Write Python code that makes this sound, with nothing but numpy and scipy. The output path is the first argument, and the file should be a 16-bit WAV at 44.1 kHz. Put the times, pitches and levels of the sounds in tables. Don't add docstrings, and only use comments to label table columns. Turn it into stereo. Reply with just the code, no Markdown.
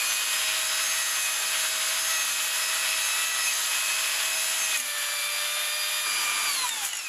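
import sys
import numpy as np
from scipy import signal
from scipy.fft import rfft, irfft, next_fast_len
from scipy.io import wavfile
from scipy.ndimage import map_coordinates

SR = 44100
rng = np.random.default_rng(int(sys.argv[2]) if len(sys.argv) > 2 else 0)


def dump_mix(stems):
    frames = np.atleast_2d(stems).T
    limited = np.clip(frames, -1, 1)
    pcm = np.round(limited * 32767).astype(np.int16)
    wavfile.write(sys.argv[1], SR, pcm)


N = 312228
TIME = np.arange(N) / SR
MAINS_HZ = 50
GEAR_TEETH, SPINDLE_RATIO = 6, 6 / 34

STAGE_STARTS = [4.772, 6.055, 6.49]
# bottom_s, speed_gain_turns_per_s, pull_back_loss_turns_per_s
STROKES = [(-.25, 0, 0), (.954, .86, 1.21), (2.098, 1.28, 1.3), (3.311, 1.33, 1.05), (4.603, 2.67, .66),
           (5.95, 0, 0), (7.4, 0, 0)]


def undb(db):
    return 10 ** (np.asarray(db) / 20)


def unit(x):
    return x / np.sqrt(np.mean(x ** 2))


def curve(rows):
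    return np.interp(TIME, *np.transpose(rows))


def bump(centre_s, half_s):
    return np.exp(-((TIME - centre_s) / half_s) ** 2)


def colour(x, points):
    hz, db = np.transpose(points)
    size = next_fast_len(N + 4096)
    bins_hz = np.maximum(np.arange(size // 2 + 1) * SR / size, 1)
    gain = undb(np.interp(np.log(bins_hz), np.log(hz), db))
    return irfft(rfft(x, size) * gain, size)[..., :N]


def wander(rate):
    coarse_s = TIME[::32]
    drift = map_coordinates(rng.standard_normal(2048), [coarse_s * rate], order=2, mode="wrap")
    return np.interp(TIME, coarse_s, unit(drift))


def waver(depth, rate):
    paths = 1 + depth * (wander(rate) + 1j * wander(rate))
    return paths / np.sqrt(np.mean(abs(paths) ** 2))


def grit(spread_db=4, ceiling=2.68):
    return unit(rng.standard_normal(N) * undb(spread_db * np.minimum(rng.exponential(size=N), ceiling)))


def each_turn(turns, renew_rate, harmonics=150, size=2048):
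    spectra = np.exp(2j * np.pi * rng.random((64, harmonics))) * (np.arange(harmonics) > 0)
    patterns = irfft(spectra, size)
    return unit(map_coordinates(patterns, [TIME * renew_rate, turns % 1 * size], order=1, mode="wrap"))


def stereo(source, shared):
    return np.sqrt(shared) * source() + np.sqrt(1 - shared) * np.array([source(), source()])


def step_up(at_s, change_s=0.015):
    return np.clip((TIME - at_s) / change_s + .5, 0, 1)


def staged(values):
    return values[0] + sum(change * step_up(s) for s, change in zip(STAGE_STARTS, np.diff(values)))


def easing(recover_s=0.12):
    eased_s = STAGE_STARTS[0]
    return step_up(eased_s) * np.exp(-np.maximum(TIME - eased_s, 0) / recover_s)


def halvings(release_s=6.473, coast_s=.94):
    return np.maximum(TIME - release_s, 0) / coast_s / np.log(2)


def freed():
    # time_s, share_of_grip_left
    grip = [(6.65, 0.83), (6.72, 0.39), (6.84, 0.63), (6.89, 0)]
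    return 1 - curve(grip)


def stroking(delay):
    stroke = np.interp(TIME, [row[0] for row in STROKES], np.arange(len(STROKES)))
    return np.cos(2 * np.pi * (stroke - delay))


def throb(depth, overtone=0):
    chopping = [0.37, 0.055, 0.45, 0.26]
    angle = 2 * np.pi * 2 * MAINS_HZ * TIME
    return unit(1 + depth * staged(chopping) * np.cos(angle) + overtone * np.cos(2 * angle))


def motor_speed(bottom_s=.186, pull_after_s=.291, pull_s=.217):
    # time_s, turns_per_s
    trigger = [(0, 102.98), (.352, 105.42), (.737, 106.62), (2.005, 106.28), (2.665, 107.54),
               (4.337, 106.58), (4.765, 103.6), (4.778, 99.8), (4.86, 99.3), (5.161, 98.13),
               (5.778, 100.91), (6.039, 101.25), (6.069, 100.1), (6.3, 99.45)]
    load = sum(gain * bump(s, bottom_s) - loss * bump(s + pull_after_s, pull_s)
               for s, gain, loss in STROKES)
    return (curve(trigger) + load) * .5 ** halvings()


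def mains_hum():
    # time_s, level_db
    levels = [(0, -72), (.6, -66), (1.2, -68), (1.5, -82), (1.9, -65), (2.6, -76), (3.5, -65), (3.7, -88),
              (7.08, -75)]
    tone = (waver(0.23, 14) * np.exp(2j * np.pi * MAINS_HZ * TIME)).real
    return np.sqrt(2) * undb(curve(levels)) * tone


def rumble(lift_db=1, free_db=-12.5):
    # pitch_hz, gain_db
    outline = [(20, -4), (45, -5), (80, -10.5), (130, -9), (210, -3.5), (320, 0.5), (480, -0.5), (700, 0),
               (1500, -22.5)]
    stage_db = [-55, -59.5, -50.5, -51.5]
    shake = stereo(lambda: rng.standard_normal(N), shared=0.91)
    return unit(colour(shake, outline)) * undb(staged(stage_db) + lift_db + free_db * freed())


def thuds(pitch_hz=255, swell_s=0.024):
    # start_s, level_db
    booms = [(4.775, -53), (6.70, -56)]
    ages = [(np.maximum(TIME - s, 0) / swell_s, db) for s, db in booms]
    swell = sum(undb(db) * age * np.exp(1 - age) for age, db in ages)
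    return swell * (waver(0.5, 50) * np.exp(2j * np.pi * pitch_hz * TIME)).real


def rim_scrapes(band_hz=(5800, 13000)):
    # centre_s, half_length_s, level_db
    scrapes = [(4.793, 0.03, -34), (6.688, 0.013, -36), (6.854, 0.037, -31)]
    bright = signal.butter(2, band_hz, "bandpass", fs=SR, output="sos")
    scratch = unit(signal.sosfilt(bright, [grit(), grit()]))
    return scratch * sum(undb(db) * bump(s, half_s) for s, half_s, db in scrapes)


def knocks(crack_s=0.0022, body_s=0.005, body_lift_db=6, favour_db=10.5, favour_width_hz=200, size=6000):
    # start_s, steel_peak_db, body_db (against the steel, before the lift), favoured_ring_hz
    hits = [(3.536, -21, -21, 7930), (4.7735, -14, -20, 6560), (4.7995, -18, -12, 6560),
            (6.6907, -16, -17, 7500), (6.8497, -18, -28, 6900), (6.888, -22, -9, 6900),
            (6.932, -24, -2, 6560), (6.952, -23, -9, 6560), (6.9692, -22, -20, 6900),
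            (6.99, -23.5, -12, 7500)]
    # pitch_hz, level_db, fade_s (time to fall 60 dB)
    arm_modes = [(6560, 2.5, 0.038), (6900, 2, .05), (7500, 1, 0.036), (7930, 9, 0.04), (10750, 5, 0.039),
                 (11150, 6, .03), (13300, -8, .03)]
    # pitch_hz, level_db, fade_s
    block_modes = [(855, -2, 0.036), (1250, -21, .03), (1990, 5, 0.046), (2850, 10, .043)]
    out, t = np.zeros((2, N + size)), np.arange(size) / SR
    bright = signal.butter(2, [5500, 12500], "bandpass", fs=SR, output="sos")
    dull = signal.butter(3, [700, 3500], "bandpass", fs=SR, output="sos")
    clack = sum(undb(db - 60 * t / fade_s) * np.sin(2 * np.pi * hz * t) for hz, db, fade_s in block_modes)
    for start_s, steel_db, body_db, favoured_hz in hits:
        ring = np.zeros((2, size))
        for hz, db, fade_s in arm_modes:
            boost_db = favour_db * np.exp(-((hz - favoured_hz) / favour_width_hz) ** 2)
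            tone = np.sin(2 * np.pi * (hz * t + rng.random((2, 1))))
            ring += undb(db + boost_db - 60 * t / fade_s) * tone
        crack = signal.sosfilt(bright, rng.standard_normal((2, size)) * np.exp(-t / crack_s))
        steel = ring / abs(ring).max() + 0.59 * crack
        thump = rng.standard_normal((2, size)) * np.exp(-t / body_s)
        body = signal.sosfilt(dull, thump + undb(-14) * clack)
        blow = steel / abs(steel).max() + undb(body_db + body_lift_db) * body / abs(body).max()
        start = int(start_s * SR)
        out[:, start:start + size] += undb(steel_db) * blow
    return out[:, :N]


def brush_whistles(turns, flare_db=2):
    orders = [72, 91, 97, 99, 120, 132]
    levels = [-16, -19, -17.5, -24, -14.5, -24]
    stage_db = [-1.5, -2.5, -3, -1]
    out = np.zeros(N)
    for order, db in zip(orders, levels):
        gain = np.sqrt(2) * undb(db + staged(stage_db) + flare_db * wander(8))
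        out += gain * (waver(0.42, 60) * np.exp(2j * np.pi * order * turns)).real
    return out


def brush_hiss(turns, trim_db=-3, ease_db=-3, halving_db=-10.5):
    # pitch_hz, gain_db
    outline = [(2000, -27.5), (4000, -0.5), (5500, -7.5), (7000, 0.5), (9000, -5.5), (11000, -0.5),
               (13000, -7), (15500, -21.5)]
    stage_db = [-27.5, -30.5, -29.2, -27.5]
    scratch = stereo(lambda: grit() + 0.45 * each_turn(turns, 2.5), shared=0.014) + brush_whistles(turns)
    contact = np.exp(0.066 * each_turn(turns, 1.72, harmonics=9))
    pressure = undb(0.5 * wander(18))
    hiss = unit(colour(scratch * contact * pressure * throb(.025), outline))
    return hiss * undb(staged(stage_db) + trim_db + ease_db * easing() + halving_db * halvings())


def whines(speed, turns, ease_db=-7.5, halving_db=-4, housing_hz=2511, housing_width_hz=300):
    orders = [6, 12, 18, 24, 30, 36, 42, 45, 48, 60, 96, 107, 110, 118]
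    # name, base_db by stage, change_when_free_db, stroke_swell_db, swell_delay_strokes,
    # left_minus_right_db, left_lag_rad, mains_throb_depth, once_a_turn_swing
    voices = [("mesh", (-49.5, -46.5, -65, -75), -9, 1.4, 0.63, 4.4, 0.15, 0.084, 0.21),
              ("mesh 2", (-50, -39.5, -34.5, -34), -20.5, 1, 0.45, 5, 0.81, 0.1, 0.19),
              ("mesh 3", (-42.5, -43.5, -53, -53), -5, 2.4, 0.09, -1, 1, .12, 0.53),
              ("commutator", (-44.5, -42.5, -38, -37.5), -14.5, 1.4, 0.15, -1.3, -0.066, 0.94, 0.52),
              ("mesh 5", (-47.5, -54, -48, -47), -6, 0.77, 0.31, 0, 0.5, .1, 0.52),
              ("slots", (-44.5, -38, -50, -44.5), -9, 2.3, 0.81, -1.94, 0.14, .052, 0.2),
              ("mesh 7", (-48, -52, -61, -56), -1, 0.73, 0.59, 1, 0.35, .1, 0.47),
              ("thin whistle", (-48, -63, -62, -56), 0, 1, 0.8, 1, 0.28, .1, 0.27),
              ("commutator 2", (-43.5, -41, -34.5, -37), -4.5, 1.9, 0.74, 4.7, 0.43, .06, 0.57),
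              ("slot whistle", (-43, -47, -49, -59), -15, 0.4, 0.065, 0, -0.28, 0.11, 0.88),
              ("commutator 4", (-66, -62, -43.5, -43), 1, .5, 0.78, 0, 0.2, .06, .3),
              ("eased whistle", (-58, -53, -64, -68), -4, .5, .5, -3, 0, .06, .5),
              ("slack whistle", (-66, -63, -44, -58), -4, .5, .5, -9, 0, .06, .3),
              ("coasting whistle", (-66, -70, -47, -50), -5, .5, .5, -6, 0, .06, .5)]
    # centre_s, name, half_length_s, change_db
    flares = [(.05, "commutator 2", .07, 5), (0.132, "commutator", 0.19, 3.5),
              (0.105, "slot whistle", 0.11, 6), (.12, "mesh 7", 0.25, 8.5), (0.208, "mesh", 0.13, -13),
              (0.413, "mesh 2", 0.47, 8), (.36, "commutator 2", 0.12, 6.5), (.59, "slot whistle", .05, -15),
              (0.59, "commutator 2", 0.04, -2), (.73, "commutator 2", 0.057, 6.5),
              (.95, "commutator 2", 0.15, -1), (.95, "slot whistle", 0.15, 8.5),
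              (1.005, "commutator", 0.051, 3), (1.002, "mesh 3", .1, 3), (1.12, "commutator", 0.024, -9),
              (1.21, "mesh 3", .06, -8), (1.24, "commutator", 0.091, 3), (1.27, "slot whistle", 0.16, 4),
              (1.68, "slot whistle", 0.063, 2), (1.7, "commutator", 0.26, 0),
              (2.062, "commutator", 0.036, -12), (2.16, "slot whistle", 0.14, 9.5),
              (2.16, "mesh 2", 0.1, 11), (2.145, "mesh 3", 0.092, 7), (2.198, "commutator", 0.042, 2),
              (2.278, "commutator 2", .05, -13), (2.63, "commutator 2", 0.074, 9),
              (2.78, "slot whistle", 0.033, -2), (2.36, "commutator", 0.11, -4.5),
              (2.8, "commutator", 0.18, 5), (3.15, "commutator", 0.18, 6),
              (3.068, "slot whistle", 0.035, 8.5), (3.166, "slot whistle", 0.035, -14),
              (3.282, "mesh 2", 0.32, 14.5), (3.288, "commutator 2", .04, -9), (3.35, "mesh 3", 0.13, 6),
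              (3.416, "commutator 2", 0.055, 7), (3.433, "slot whistle", 0.18, 5),
              (3.484, "commutator", 0.027, 10), (3.6, "commutator", 0.073, -16),
              (3.9, "commutator 2", 0.056, -7), (4.08, "commutator", 0.38, 5),
              (4.27, "commutator 2", 0.057, -7), (4.38, "slot whistle", 0.056, 8),
              (4.505, "commutator", 0.1, -6), (4.57, "commutator 2", 0.098, -4),
              (4.58, "mesh 2", 0.099, 14), (4.614, "slot whistle", 0.12, 7),
              (4.754, "commutator", 0.016, 8), (4.757, "mesh 3", 0.011, 11), (4.87, "commutator 2", .07, 0),
              (5.051, "mesh 3", 0.22, 6), (5.167, "commutator 2", 0.12, 5), (5.211, "commutator", 0.1, 4),
              (5.23, "slot whistle", 0.065, -15), (5.433, "mesh 3", .05, 11),
              (5.45, "commutator 2", .06, 1), (5.576, "mesh 3", 0.047, -9),
              (5.602, "commutator 2", 0.062, -7), (5.726, "mesh 3", .07, 6.5),
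              (5.87, "commutator 2", .13, 4), (6.27, "commutator", 0.066, 1.5),
              (6.35, "slot whistle", .15, 3), (6.512, "coasting whistle", .04, 5), (6.49, "mesh 2", .05, 2),
              (6.655, "mesh 2", 0.024, 5), (6.668, "commutator 2", 0.024, -11),
              (6.8, "commutator 4", .14, -11), (6.86, "commutator 2", 0.022, -14),
              (6.754, "mesh 2", .04, 3), (7.0, "mesh 2", .08, -8)]
    # centre_s, name, half_length_s, extra_lag_rad
    phase_shifts = [(6.32, "commutator 2", 0.088, 1.3), (6.2, "commutator", 0.088, 1.1),
                    (6.5, "commutator", 0.11, .8)]
    chop_overtone = [0.015, 0.05, 0.25, 0.16]
    stutter_db = staged([0.57, 0.61, 0.6, 1.9])
    flutter_depth = staged([0.2, 0.18, .15, 0.44])
    drive_db = ease_db * easing() + halving_db * halvings()
    out, free = np.zeros((2, N)), freed()
    for order, voice in zip(orders, voices):
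        name, stage_db, free_db, stroke_db, delay, pan_db, lag, throb_depth, swing = voice
        pitch_hz = order * speed
        db = staged(stage_db) + drive_db + free_db * free + stroke_db * stroking(delay)
        db += 9.5 / (1 + (2 * (pitch_hz - housing_hz) / housing_width_hz) ** 2)
        db += sum(flare_db * bump(s, half_s) for s, which, half_s, flare_db in flares if which == name)
        db += 0.8 * wander(8) + stutter_db * wander(37)
        once_a_turn = np.exp(-2j * np.pi * (turns + rng.random()))
        off_centre = 1 + swing * once_a_turn * (1 + 0.46 * wander(5.3)) / 2
        tone = np.exp(2j * np.pi * (order * turns + rng.random()))
        tone *= undb(db) * throb(throb_depth, staged(chop_overtone)) * off_centre
        lag += sum(rad * bump(s, half_s) for s, which, half_s, rad in phase_shifts if which == name)
        left, right = unit(undb(np.array([pan_db, -pan_db]) / 2))
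        sides = left * np.exp(-1j * lag), right
        flutter = flutter_depth * np.sqrt(pitch_hz / 2520)
        out += np.sqrt(2) * np.array([(tone * side * waver(flutter, 36)).real for side in sides])
    return out


def stone_bites(turns, catch_db=2):
    # centre_s, half_length_s, level_db
    bites = [(0.518, 0.18, -33.5), (1.57, .06, -32), (2.392, 0.054, -36), (2.91, .1, -31.5),
             (4.08, 0.13, -33.5), (4.734, 0.055, -31), (5.302, .12, -42), (6.58, 0.042, -36)]
    # pitch_hz, gain_db
    outline = [(1200, -26.5), (2300, 0), (2800, -0.5), (3400, -2), (4000, -10.5), (5500, -24), (9000, -34)]
    pressure = undb(catch_db * wander(90)) * (1 + 0.26 * np.cos(2 * np.pi * SPINDLE_RATIO * turns))
    grains = stereo(lambda: grit(spread_db=6, ceiling=3), shared=0.25)
    grinding = unit(colour(grains * pressure, outline))
    return grinding * sum(undb(db) * bump(s, half_s) for s, half_s, db in bites)


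def stone_rasp(turns, grab_db=0.81, mouth_swell_db=1, chatter_swell_db=-0.06, ease_db=-5, free_db=-10):
    # pitch_hz, gain_db
    outline = [(300, -33), (600, -11), (800, -9.5), (1000, -4.5), (1300, -2.5), (1700, -1), (2200, -1),
               (2800, 1), (3400, 0.5), (4200, -11), (5200, -12), (7000, -27), (15000, -40)]
    stage_db = [-28.5, -30, -28.5, -30.5]
    # pitch_hz, gain_db
    mouth_outline = [(1700, -8), (2700, -16), (3300, -11), (4200, -12), (6000, -29)]
    # pitch_hz, gain_db
    chatter_outline = [(500, -18), (900, 1.5), (1500, 4.5), (2400, -26)]
    chatter_db = [0.85, -0.011, 2.3, 1.1]
    scrape = stereo(lambda: grit() + 0.44 * each_turn(turns, 2.18), shared=0.33)
    grab = undb(grab_db * wander(35))
    pressure = (1 + 0.034 * np.cos(2 * np.pi * SPINDLE_RATIO * turns)) * grab
    teeth = 1 + 0.26 * np.cos(2 * np.pi * GEAR_TEETH * turns)
    rasp = unit(colour(scrape * pressure * teeth * throb(0.022), outline))
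    mouth_gain = undb(mouth_swell_db * stroking(delay=0.66))
    rasp += (mouth_gain - 1) * colour(rasp, mouth_outline)
    chatter_gain = undb(staged(chatter_db) + chatter_swell_db * stroking(delay=0))
    rasp += (chatter_gain - 1) * colour(rasp, chatter_outline)
    return rasp * undb(staged(stage_db) + ease_db * easing() + free_db * freed())


def scene():
    jitter = [0.00099, 0.00095, 0.0011, 0.00553]
    facing_db = [0.4, -3, 0.9, 0.8]
    speed = motor_speed()
    turns = np.cumsum(speed * (1 + staged(jitter) * wander(70))) / SR
    hum = mains_hum()
    facing = undb(np.array([[1], [-1]]) * staged(facing_db) / 2)
    drill = whines(speed, turns) + stone_rasp(turns) + stone_bites(turns) + brush_hiss(turns)
    return facing * drill + rumble() + rim_scrapes() + knocks() + thuds() + hum


def record(dry):
    # pitch_hz, gain_db
    left_port = [(3000, 0), (4800, 3.5), (5600, 6), (6300, 7), (7000, 7.5), (7700, 7), (8300, 1), (9000, 0),
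                 (9500, -10), (9900, -25), (13000, -13.5), (15500, -4)]
    right_port = [(3000, 0), (4800, 4), (5700, 0.5), (6600, -6), (7900, -9), (8800, 0.5), (9400, 2.5),
                  (9800, 7.5), (10500, 10), (11300, 7), (11900, 2), (12800, 5), (14200, 3.5), (15500, -5)]
    lag_samples, top_hz = 2, 15600
    left = colour(np.pad(dry[0], (lag_samples, 0))[:N], left_port)
    right = colour(dry[1], right_port)
    top_cut = signal.ellip(10, .2, 80, top_hz, fs=SR, output="sos")
    return signal.sosfilt(top_cut, np.array([left, right]))


dry = scene()
out = record(dry)
dump_mix(out)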